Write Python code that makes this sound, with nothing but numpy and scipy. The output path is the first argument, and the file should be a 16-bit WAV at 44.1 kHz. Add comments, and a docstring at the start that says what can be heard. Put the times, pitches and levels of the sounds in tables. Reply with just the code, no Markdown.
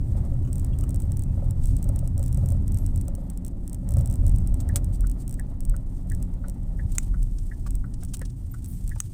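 """Inside a car rolling along a town street, heard from just behind the windscreen.
The road shakes the body and booms in the cabin: random noise through resonances, over a faint engine
hum of a few sines. Loose plastic close to the microphone ticks, creaks and snaps in filtered bursts,
a thin hiss of coloured noise swells and sinks, louder with the boom, and from halfway the turn
indicator goes tick-tock, its relay ringing in short decaying sines."""
import sys
import numpy as np
from scipy import signal
from scipy.fft import rfft, irfft
from scipy.io import wavfile
from scipy.ndimage import uniform_filter1d

SR = 44100
rng = np.random.default_rng(int(sys.argv[2]) if len(sys.argv) > 2 else 0)


def int16_out(signal):
    """Quantize to a 16-bit WAV file."""
    q = np.round(np.clip(np.atleast_2d(signal).T, -1, 1) * 32767)
    wavfile.write(sys.argv[1], SR, q.astype(np.int16))


N = 402633
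T = np.arange(N) / SR

# Spectrum of dry scrapes and of the coarse crackle in a rustle. Each row: frequency in Hz, level in dB.
SCRAPE_COLOUR = [(400, -27), (1200, -4), (2200, -11), (3200, -2.5), (4300, -3), (6000, 2.5), (7200, 2),
                 (9000, 6.5), (12000, -21), (16000, -11)]


def undb(db):
    """Decibels to gain."""
    return 10 ** (np.asarray(db) / 20)


def unit(x):
    """Scale to rms 1."""
    return x / np.sqrt(np.mean(x ** 2))


def smooth_twice(x, size):
    """Two running means in a row."""
    return uniform_filter1d(uniform_filter1d(x, size), size)


def walk(rate):
    """Smoothly wandering random levels, with about rate new values a second; spread near 1."""
    hold = int(SR / rate)
    steps = np.repeat(rng.standard_normal(N // hold + 1), hold)
    return 1.223 * smooth_twice(steps, hold)[:N]


def swell(s, length):
    """A smooth bell-shaped bump in time, highest at s."""
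    return np.exp(-.5 * np.minimum(((T - s) / length) ** 2, 60))


def response(colour, size=1024):
    """Causal (minimum-phase) impulse response of unit energy with the given spectrum."""
    hz, db = np.transpose(colour)
    f = np.maximum(np.fft.rfftfreq(size, 1 / SR), 1)
    gain = undb(np.interp(np.log(f), np.log(hz), db))
    cepstrum = irfft(np.log(gain))
    # folding the cepstrum onto positive time makes the response causal
    h = irfft(np.exp(rfft(2 * cepstrum[:size // 2], size)))
    return h / np.sqrt(np.sum(h ** 2))


def through(x, h):
    """Pass a sound through an impulse response."""
    return signal.fftconvolve(x, h)[:len(x)]


def add(out, s, x):
    """Mix a short sound in at time s."""
    i = int(s * SR)
    out[i:i + len(x)] += x[:len(out) - i]


def shaken(modes, even_s):
    """Resonances under random shaking whose strength is even over spans longer than even_s."""
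    f = np.maximum(np.fft.rfftfreq(N, 1 / SR), 1)
    power = 0
    for hz, width, db in modes:
        detuning = (f * f - hz * hz) / (f * width)
        power = power + undb(2 * db) / (1 + detuning ** 2) ** 2
    x = irfft(rfft(rng.standard_normal(N)) * np.sqrt(power), N)
    return x / np.sqrt(smooth_twice(x * x, int(even_s * SR)))


def stroke(modes, polarity):
    """One blow on decaying modes; at negative polarity neighbours start opposed, so the ring builds up."""
    t = T[:SR // 6]
    ring = np.zeros(len(t))
    for k, (hz, db, t60) in enumerate(modes):
        ring += polarity ** k * undb(db - 60 * t / t60) * np.sin(2 * np.pi * hz * t)
    ring *= 1 - np.exp(-t / .0008)  # soft onset
    return ring / np.max(np.abs(ring))


def impacts(table, colour, chatter_db, fade_s):
    """A sharp contact rings a small plastic part, which chatters for a moment as it settles."""
    force, t = np.zeros(N), T[:SR // 50]
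    for s, db in table:
        chatter = rng.standard_normal(len(t)) * t * np.exp(-t / fade_s)
        chatter /= np.sqrt(np.sum(chatter ** 2))
        blow = (t == 0) + undb(chatter_db) * chatter
        add(force, s, undb(db) * blow)
    return through(force, response(colour))


def slips(table, colour, fade_s, grain_db):
    """Dense runs of uneven micro-contacts that die away; long slips swell, short ones start abruptly."""
    force, t = np.zeros(N), T[:SR // 8]
    for s, db, length, *_ in table:
        size, push = rng.standard_normal((2, len(t)))
        contacts = unit(push * undb(grain_db * size))
        rise = np.minimum(t / (12 * length ** 2), 1)
        fade = np.exp(-np.maximum(t - length, 0) / fade_s)
        add(force, s, contacts * undb(db) * rise * fade)
    return through(force, response(colour))


def ride():
    """Shudder, boom, drone and rush in dB: each surface holds its levels, and bumps swell the first two."""
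    # Stretches of road. Each row: start in seconds, then relative levels in dB of the body's shudder,
    # the cabin's boom, the tyres' drone and the tread's rush.
    surfaces = [(0, -25.5, -25, -36.5, -62.5), (3.12, -31, -36.5, -39, -62.5), (3.88, -26, -26, -35, -60),
                (5.0, -28, -35.5, -40, -63), (6.95, -29, -35.5, -41, -68), (8.25, -34, -34.5, -43, -71)]
    # Bumps and rough patches. Each row: centre in seconds, bell width (sigma) in seconds,
    # relative levels in dB of shudder and boom.
    bumps = [(1.708, 0.14, -20, -36), (2.46, 0.19, -33, -24), (2.847, 0.053, -21.5, -39),
             (3.98, 0.034, -40, -14.5), (4.288, 0.095, -17.5, -22.5), (4.525, 0.036, -19, -38),
             (4.74, 0.021, -35, -20), (5.024, 0.084, -20, -43), (5.695, 0.052, -19, -34),
             (6.154, 0.06, -24, -26.5), (6.804, 0.086, -29.5, -27.5), (7.177, 0.18, -21.5, -35.5),
             (7.75, 0.055, -22, -39), (8.876, 0.042, -24.5, -35)]
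    crossing_s = 0.3  # one surface gives way to the next
    starts, *columns = np.transpose(surfaces)
    stretch = np.searchsorted(starts[1:], T)
    levels = [uniform_filter1d(c[stretch], int(crossing_s * SR)) for c in columns]
    shudder_db, boom_db, drone_db, rush_db = levels
    shudder, boom = undb(shudder_db), undb(boom_db)
    for s, length, jolt_db, thud_db in bumps:
        bump = swell(s, length)
        shudder = np.hypot(shudder, undb(jolt_db) * bump)
        boom = np.hypot(boom, undb(thud_db) * bump)
    return 20 * np.log10(shudder), 20 * np.log10(boom), drone_db, rush_db


def road(shudder_db, boom_db, drone_db, rush_db):
    """Bumps shudder the body; coarse asphalt booms in the cabin; the tyres drone and the tread rushes on."""
    # Resonances of body, cabin air and tyres. Each row: frequency in Hz, width in Hz, level in dB.
    body_modes = [(20, 10, -4), (31.5, 8, 0), (43, 5, 2)]
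    cabin_modes = [(65.5, 14.7, -2), (84.9, 32.6, 1), (123.5, 22.2, -4)]
    tyre_modes = [(180, 25.3, 1), (216.6, 14.7, -6.5), (259, 49, -6.5), (345.4, 61, -17)]
    # Spectrum of the tread's rush. Each row: frequency in Hz, level in dB.
    rush_colour = [(150, -9), (340, 5), (430, 1.5), (560, 1.5), (850, 0.5), (1020, -8), (1300, -11),
                   (1600, -19.5), (1900, -14.5), (2400, -25), (4000, -25.5), (9000, -44)]
    shudder = shaken(body_modes, even_s=0.16) * undb(shudder_db - 0.5)
    boom = shaken(cabin_modes, even_s=0.18) * undb(boom_db - 0.33)
    drone = shaken(tyre_modes, even_s=0.7) * undb(drone_db - 2.5 + 1.33 * walk(11))
    rush_level = undb(rush_db + 5.5 + 1.7 * walk(9) + 2.0 * walk(55))
    rush = through(rng.standard_normal(N), response(rush_colour)) * rush_level
    return shudder + boom + drone + rush


def engine():
    """Four cylinders at low revs, one change up: the bulkhead passes the firing rate's first multiples."""
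    # Course of the engine, joined by straight lines. Each row: time in seconds, firing rate in Hz.
    revs = [(0, 53.5), (1.2, 54), (2.6, 52.7), (3.5, 56.3), (4.3, 60), (5.2, 61.7), (6.1, 60), (6.7, 56.5),
            (7.3, 52), (7.7, 38.5), (9.13, 38.3)]
    s, rate = np.transpose(revs)
    hz = np.interp(T, s, rate) * (1 + .004 * walk(5))
    phase = 2 * np.pi * np.cumsum(hz) / SR
    hum = np.zeros(N)
    for k, db in enumerate([-41.5, -43.5, -45.5, -51.0], 1):
        hum += undb(db + 3.9 * walk(3)) * np.sin(k * phase)
    return hum


def panel(rush_db):
    """A light panel patters on its seat, louder as the tread rushes louder, and gives hollow taps."""
    # Taps against the seat. Each row: time in seconds, relative level in dB.
    tap_table = [(0.149, -40), (0.319, -40), (1.374, -40), (1.422, -36), (1.854, -40), (1.894, -37),
                 (2.025, -37.5), (2.194, -37), (2.375, -39), (2.432, -37), (2.518, -36), (2.546, -39),
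                 (3.082, -37), (3.179, -41.5), (3.918, -39.5), (3.966, -32), (4.002, -37), (4.235, -39),
                 (4.265, -39)]
    # What a tap rings with. Each row: frequency in Hz, level in dB, 60 dB decay time in seconds.
    tap_modes = [(544.3, 0.5, 0.12), (609, 3, 0.035), (706, -1.5, .03), (1290, -10.5, 0.025)]
    patter_per_s = 130
    touches = (rng.random(N) < patter_per_s / SR) * rng.standard_normal(N)
    ring = stroke(tap_modes, polarity=-1)
    patter_db = -56.0 + 1.92 * (rush_db - rush_db.max()) + 2.8 * walk(12)
    patter = unit(through(touches, ring)) * undb(patter_db)
    taps = np.zeros(N)
    for s, db in tap_table:
        add(taps, s, undb(db + 0.5) * ring)
    return patter + taps


def hiss_levels(boom_db):
    """Levels in dB of the thin hiss, rising with boom and rustles, and of the rustles' coarser crackle."""
    # Spells of rustling. Each row: centre in seconds, relative level in dB, bell width in seconds.
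    rustles = [(1.692, -57, 0.07), (2.24, -56.5, 0.027), (5.954, -63, 0.041), (6.964, -58, 0.064),
               (7.337, -63, 0.41), (8.138, -62.5, 0.099), (8.784, -60, 0.14), (9.022, -60.5, 0.45)]
    # -66 dB at a boom of -28 dB, following it by 0.45 dB per dB
    steady = undb(-66 + 0.45 * (boom_db + 28))
    power = sum((undb(db) * swell(s, length)) ** 2 for s, db, length in rustles)
    crackle_under_db = 7.5
    return 10 * np.log10(steady ** 2 + power), 10 * np.log10(power) - crackle_under_db


def grainy_noise(db, colour):
    """Noise of uneven grains, coloured and flickering in level."""
    grains = unit(rng.standard_normal(N) * undb(5.9 * rng.standard_normal(N)))
    flicker_db = 2.9 * walk(140) + 1.3 * walk(9.2)
    return through(grains, response(colour)) * undb(db - 1.5 + flicker_db)


def hiss_and_crackle(hiss_db, crackle_db):
    """A thin hiss swells and sinks, louder with the boom; a coarser crackle comes with each rustle."""
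    # Spectrum of the thin hiss. Each row: frequency in Hz, level in dB.
    hiss_colour = [(800, -7), (4200, -5.5), (6200, -1.5), (7200, 0), (8400, 7.5), (10500, -2), (12500, -7),
                   (14700, 3), (15500, -9), (15900, -20)]
    return grainy_noise(hiss_db, hiss_colour) + grainy_noise(crackle_db, SCRAPE_COLOUR)


def squeaks():
    """Trim rubbing on trim sings briefly at an unsteady pitch."""
    # Each row: centre in seconds, pitch in Hz, relative level in dB, bell width in seconds, waver in Hz.
    squeak_table = [(0.734, 2820, -67, .005, 80), (.736, 3320, -66, 0.0064, 110),
                    (1.295, 2560, -81, .044, 13), (2.49, 11800, -67, 0.024, 70),
                    (2.8, 11650, -64, 0.029, 60), (3.23, 11620, -80, .04, 45),
                    (4.954, 4640, -70, .0079, 85), (5.207, 4640, -74, .014, 260),
                    (8.52, 14300, -51.5, 0.0046, 300)]
    waver = walk(900)
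    out = np.zeros(N)
    for s, hz, db, length, waver_hz in squeak_table:
        phase = 2 * np.pi * np.cumsum(hz + waver_hz * waver) / SR
        out += undb(db + 7.0) * swell(s, length) * np.sin(phase)
    return out


def slide():
    """Something slides on the dashboard: two broad hissing resonances sink and fade as it slows."""
    start_s, rise_s, fade_s = 8.676, .008, 0.072
    sink_per_s = 1.4  # rate of the exponential fall in pitch
    age = np.maximum(T - start_s, 0)
    sink = np.exp(-sink_per_s * age)
    bands = np.zeros(N)
    for hz in (10000, 15000):
        # a fast random level spreads each tone into a band
        bands += walk(3500) * np.sin(2 * np.pi * np.cumsum(hz * sink) / SR)
    return bands * undb(-49) * np.minimum(age / rise_s, 1) * np.exp(-age / fade_s)


def knocking():
    """Each knock is a short dull scuff, and the spot that is struck rings at its own pitch."""
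    # Knocks of the dashboard. Each row: start in seconds, relative level in dB, length in seconds,
    # ring in Hz.
    knocks = [(4.758, -50, 0.016, 580), (7.663, -52.5, 0.0087, 1150), (8.027, -56.5, .006, 717),
              (8.215, -51.5, 0.0033, 514), (8.96, -56, 0.0018, 880)]
    # Spectrum of the scuff. Each row: frequency in Hz, level in dB.
    knock_colour = [(200, -32), (460, 1.5), (700, -0.5), (900, -3.5), (1300, 0), (1800, -9.5), (3500, -16),
                    (6000, -15), (12000, -38)]
    ring_over_db, ring_t60_s = 10, 0.046  # over the level in the table
    out = slips(knocks, knock_colour, fade_s=0.0068, grain_db=6.0) * undb(6.0)
    for s, db, _, hz in knocks:
        add(out, s, undb(db + ring_over_db) * stroke([(hz, 0, ring_t60_s)], polarity=1))
    return out


def clinking():
    """A small hard object jiggles in short runs of contacts."""
    # Each row: start in seconds, level in dB, length in seconds.
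    clinks = [(.447, -57.5, 0.0066), (.473, -56, .008), (.812, -62, 0.0088), (.833, -49.5, 0.0058)]
    # Each row: frequency in Hz, level in dB.
    clink_colour = [(700, -28), (1120, 7), (1400, 4), (1750, -13), (2600, -8), (2950, -1), (3300, -15.5),
                    (5000, -19), (6700, -5), (9000, -13)]
    return slips(clinks, clink_colour, fade_s=0.0065, grain_db=4.0)


def scraping():
    """Something shifting on the dashboard scrapes drily in short runs of contacts."""
    # Each row: start in seconds, level in dB, length in seconds.
    scrapes = [(4.602, -48, 0.0051), (7.384, -49, 0.0038), (7.938, -50, 0.0043), (8.004, -58.5, 0.018),
               (8.082, -59, 0.015), (8.135, -39, 0.013), (8.251, -48, 0.0077), (8.298, -55.5, 0.0065)]
    return slips(scrapes, SCRAPE_COLOUR, fade_s=0.0038, grain_db=1.5)


def faint_slips(hiss_db):
    """Small creaks at random moments, stronger while the hiss is louder: rows (s, dB, length s)."""
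    per_s, over_hiss_db, length_s = 3.8, 8, 0.0054  # the level is before the creaks' common cut
    moments = (rng.random(int(per_s * N / SR)) * N).astype(int)
    return [(T[i], hiss_db[i] + over_hiss_db, length_s) for i in moments]


def creaking(hiss_db):
    """Trim slips in short creaks, with fainter ones by chance in between."""
    # Each row: start in seconds, relative level in dB, length in seconds.
    creaks = [(.16, -51, 0.023), (1.635, -41.5, 0.0042), (4.603, -38.5, 0.0044), (4.7585, -21, 0.0047),
              (4.768, -46, 0.0049), (4.92, -47.5, 0.039), (5.18, -49, 0.044), (6.918, -41.5, .0038),
              (6.95, -35.5, 0.005), (7.027, -46.5, .006), (7.664, -45.5, 0.012), (8.138, -31, 0.0057),
              (8.146, -47, .004), (8.538, -46, 0.007)]
    # Each row: frequency in Hz, level in dB.
    creak_colour = [(300, -66), (1100, -4.5), (2000, -12.5), (3200, -7), (5000, -5), (6600, -1),
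                    (8300, 8.5), (10000, 0.5), (12500, -12), (15000, 4), (16000, -35)]
    table = list(creaks) + faint_slips(hiss_db)
    return slips(table, creak_colour, fade_s=0.006, grain_db=7.0) * undb(-5.0)


def snapping():
    """Hard plastic snaps: single sharp contacts with strong chatter."""
    # Each row: time in seconds, level in dB.
    snaps = [(4.759, -18), (6.9832, 0), (9.0028, -4)]
    # Each row: frequency in Hz, level in dB.
    snap_colour = [(300, -41), (1200, -4.5), (1900, -4.5), (2700, -5.5), (4300, -18), (5500, -6.5),
                   (6500, 8.5), (7700, 5), (9000, 3.5), (12000, -13.5), (15000, -10)]
    return impacts(snaps, snap_colour, chatter_db=-0.5, fade_s=0.0007)


def ticking():
    """Loose plastic ticks about equally hard each time, a little harder after a rest."""
    # Each entry: time in seconds.
    ticks = [.530,.557,.582,.597,.647,.788,.810,.839,.893,.907,.945,.960,1.002,1.021,1.120,1.171,1.194,1.222,1.237,1.509,1.657,1.672,1.767,1.828,1.843,1.891,1.961,1.991,2.076,2.179,2.195,2.229,2.239,2.262,2.281,2.328,2.346,2.374,2.460,2.488,2.504,2.522,2.680,2.721,2.745,2.773,2.787,2.864,2.960,2.977,3.013,3.082,3.152,3.301,3.375,3.449,3.465,3.481,3.678,3.697,3.731,3.746,3.890,3.908,3.921,3.939,3.970,3.985,3.992,4.010,4.059,4.075,4.100,4.112,4.127,4.140,4.157,4.266,4.281,4.295,4.361,4.385,4.474,4.543,4.690,4.845,5.008,5.071,5.098,5.115,5.279,5.295,5.311,5.327,5.342,5.397,5.606,5.652,5.697,5.765,6.100,6.120,6.149,6.227,6.484,6.498,7.230,7.707,7.754,8.035,8.050,8.170,8.194,8.216,8.645,8.660,8.878,8.894]
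    # Each row: frequency in Hz, level in dB.
    tick_colour = [(600, -24), (2000, -23.5), (4900, -21), (5600, -12), (7000, -14.5), (8200, 1),
                   (9600, -7.5), (11500, -15.5), (13000, -15), (14900, -8), (16000, -21)]
    rested_db, rested_s = 2.8, .05  # extra level, and the rest that earns it in full
    rest_s = np.diff(ticks, prepend=0)
    chance_db = 1.0 * rng.standard_normal(len(ticks))
    tick_db = -23.0 + rested_db * np.minimum(rest_s / rested_s, 1) + chance_db
    return impacts(zip(ticks, tick_db), tick_colour, chatter_db=-5.5, fade_s=0.00062)


def cabin(x, echo_s, echo_db, tail_db, t60):
    """One reflection off the glass, then the short tail of an upholstered space."""
    t = T[:SR // 5]
    tail = rng.standard_normal(len(t)) * undb(-60 * t / t60) * (t > echo_s)
    h = undb(tail_db) * tail / np.sqrt(np.sum(tail ** 2))
    h[0] += 1  # direct sound
    h[int(echo_s * SR)] += undb(echo_db)
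    return through(x, h)


def trim(hiss_db):
    """Loose plastic near the microphone and things on the dashboard, with the cabin's reflections."""
    dashboard = knocking() + clinking() + scraping()
    plastic = creaking(hiss_db) + snapping() + ticking()
    return cabin(dashboard + plastic, echo_s=0.0024, echo_db=-16.5, tail_db=-22.0, t60=0.077)


def indicator():
    """The relay ticks brighter as the lamps light, tocks lower as they go out, and bounces each time alike."""
    # What the relay rings with as it closes and opens. Each row: frequency in Hz, level in dB,
    # 60 dB decay time in seconds.
    on_modes = [(1826, 0, .0176), (1731, -12.5, .085)]
    off_modes = [(1370, 0, .009), (1460, -24, .12), (1850, -10, .013)]
    # Bounces of its armature. Each row: seconds after the first touch, level in dB.
    on_touches = [(0, -43), (.00373, -38), (.00834, -39.5), (.0178, -49.5)]
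    off_touches = [(0, -40), (.0053, -42.5), (.0088, -52), (.018, -54)]
    first_s, blink_s, lit_s = 4.691, .7, .35  # first blink, blink to blink, lamps lit
    late_blinks, late_s = (2, 4, 5, 6), .022  # counted from 0: here the tick comes a moment late
    out = np.zeros(N)
    tick = stroke(on_modes, polarity=0.66)
    tock = stroke(off_modes, polarity=0.73)
    for k, s in enumerate(np.arange(first_s, T[-1], blink_s)):
        tick_s = s + late_s * (k in late_blinks)
        for start, ring, touches in ((tick_s, tick, on_touches), (s + lit_s, tock, off_touches)):
            for after_s, db in touches:
                if start + after_s < T[-1]:
                    add(out, start + after_s, undb(db) * ring)
    # the dashboard lets little through above 2200 Hz
    return signal.sosfilt(signal.butter(8, 2200, fs=SR, output="sos"), out)


def scene():
    """Everything as it arrives at the windscreen."""
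    shudder_db, boom_db, drone_db, rush_db = ride()
    hiss_db, crackle_db = hiss_levels(boom_db)
    car = road(shudder_db, boom_db, drone_db, rush_db) + engine() + panel(rush_db)
    faint = hiss_and_crackle(hiss_db, crackle_db) + squeaks() + slide()
    return (car + faint + trim(hiss_db) + indicator())[None]


def record(dry):
    """The recorder cuts the top, steeply above 16300 Hz."""
    return signal.sosfilt(signal.ellip(8, .2, 70, 16300, fs=SR, output="sos"), dry)


dry = scene()
out = record(dry)
int16_out(out)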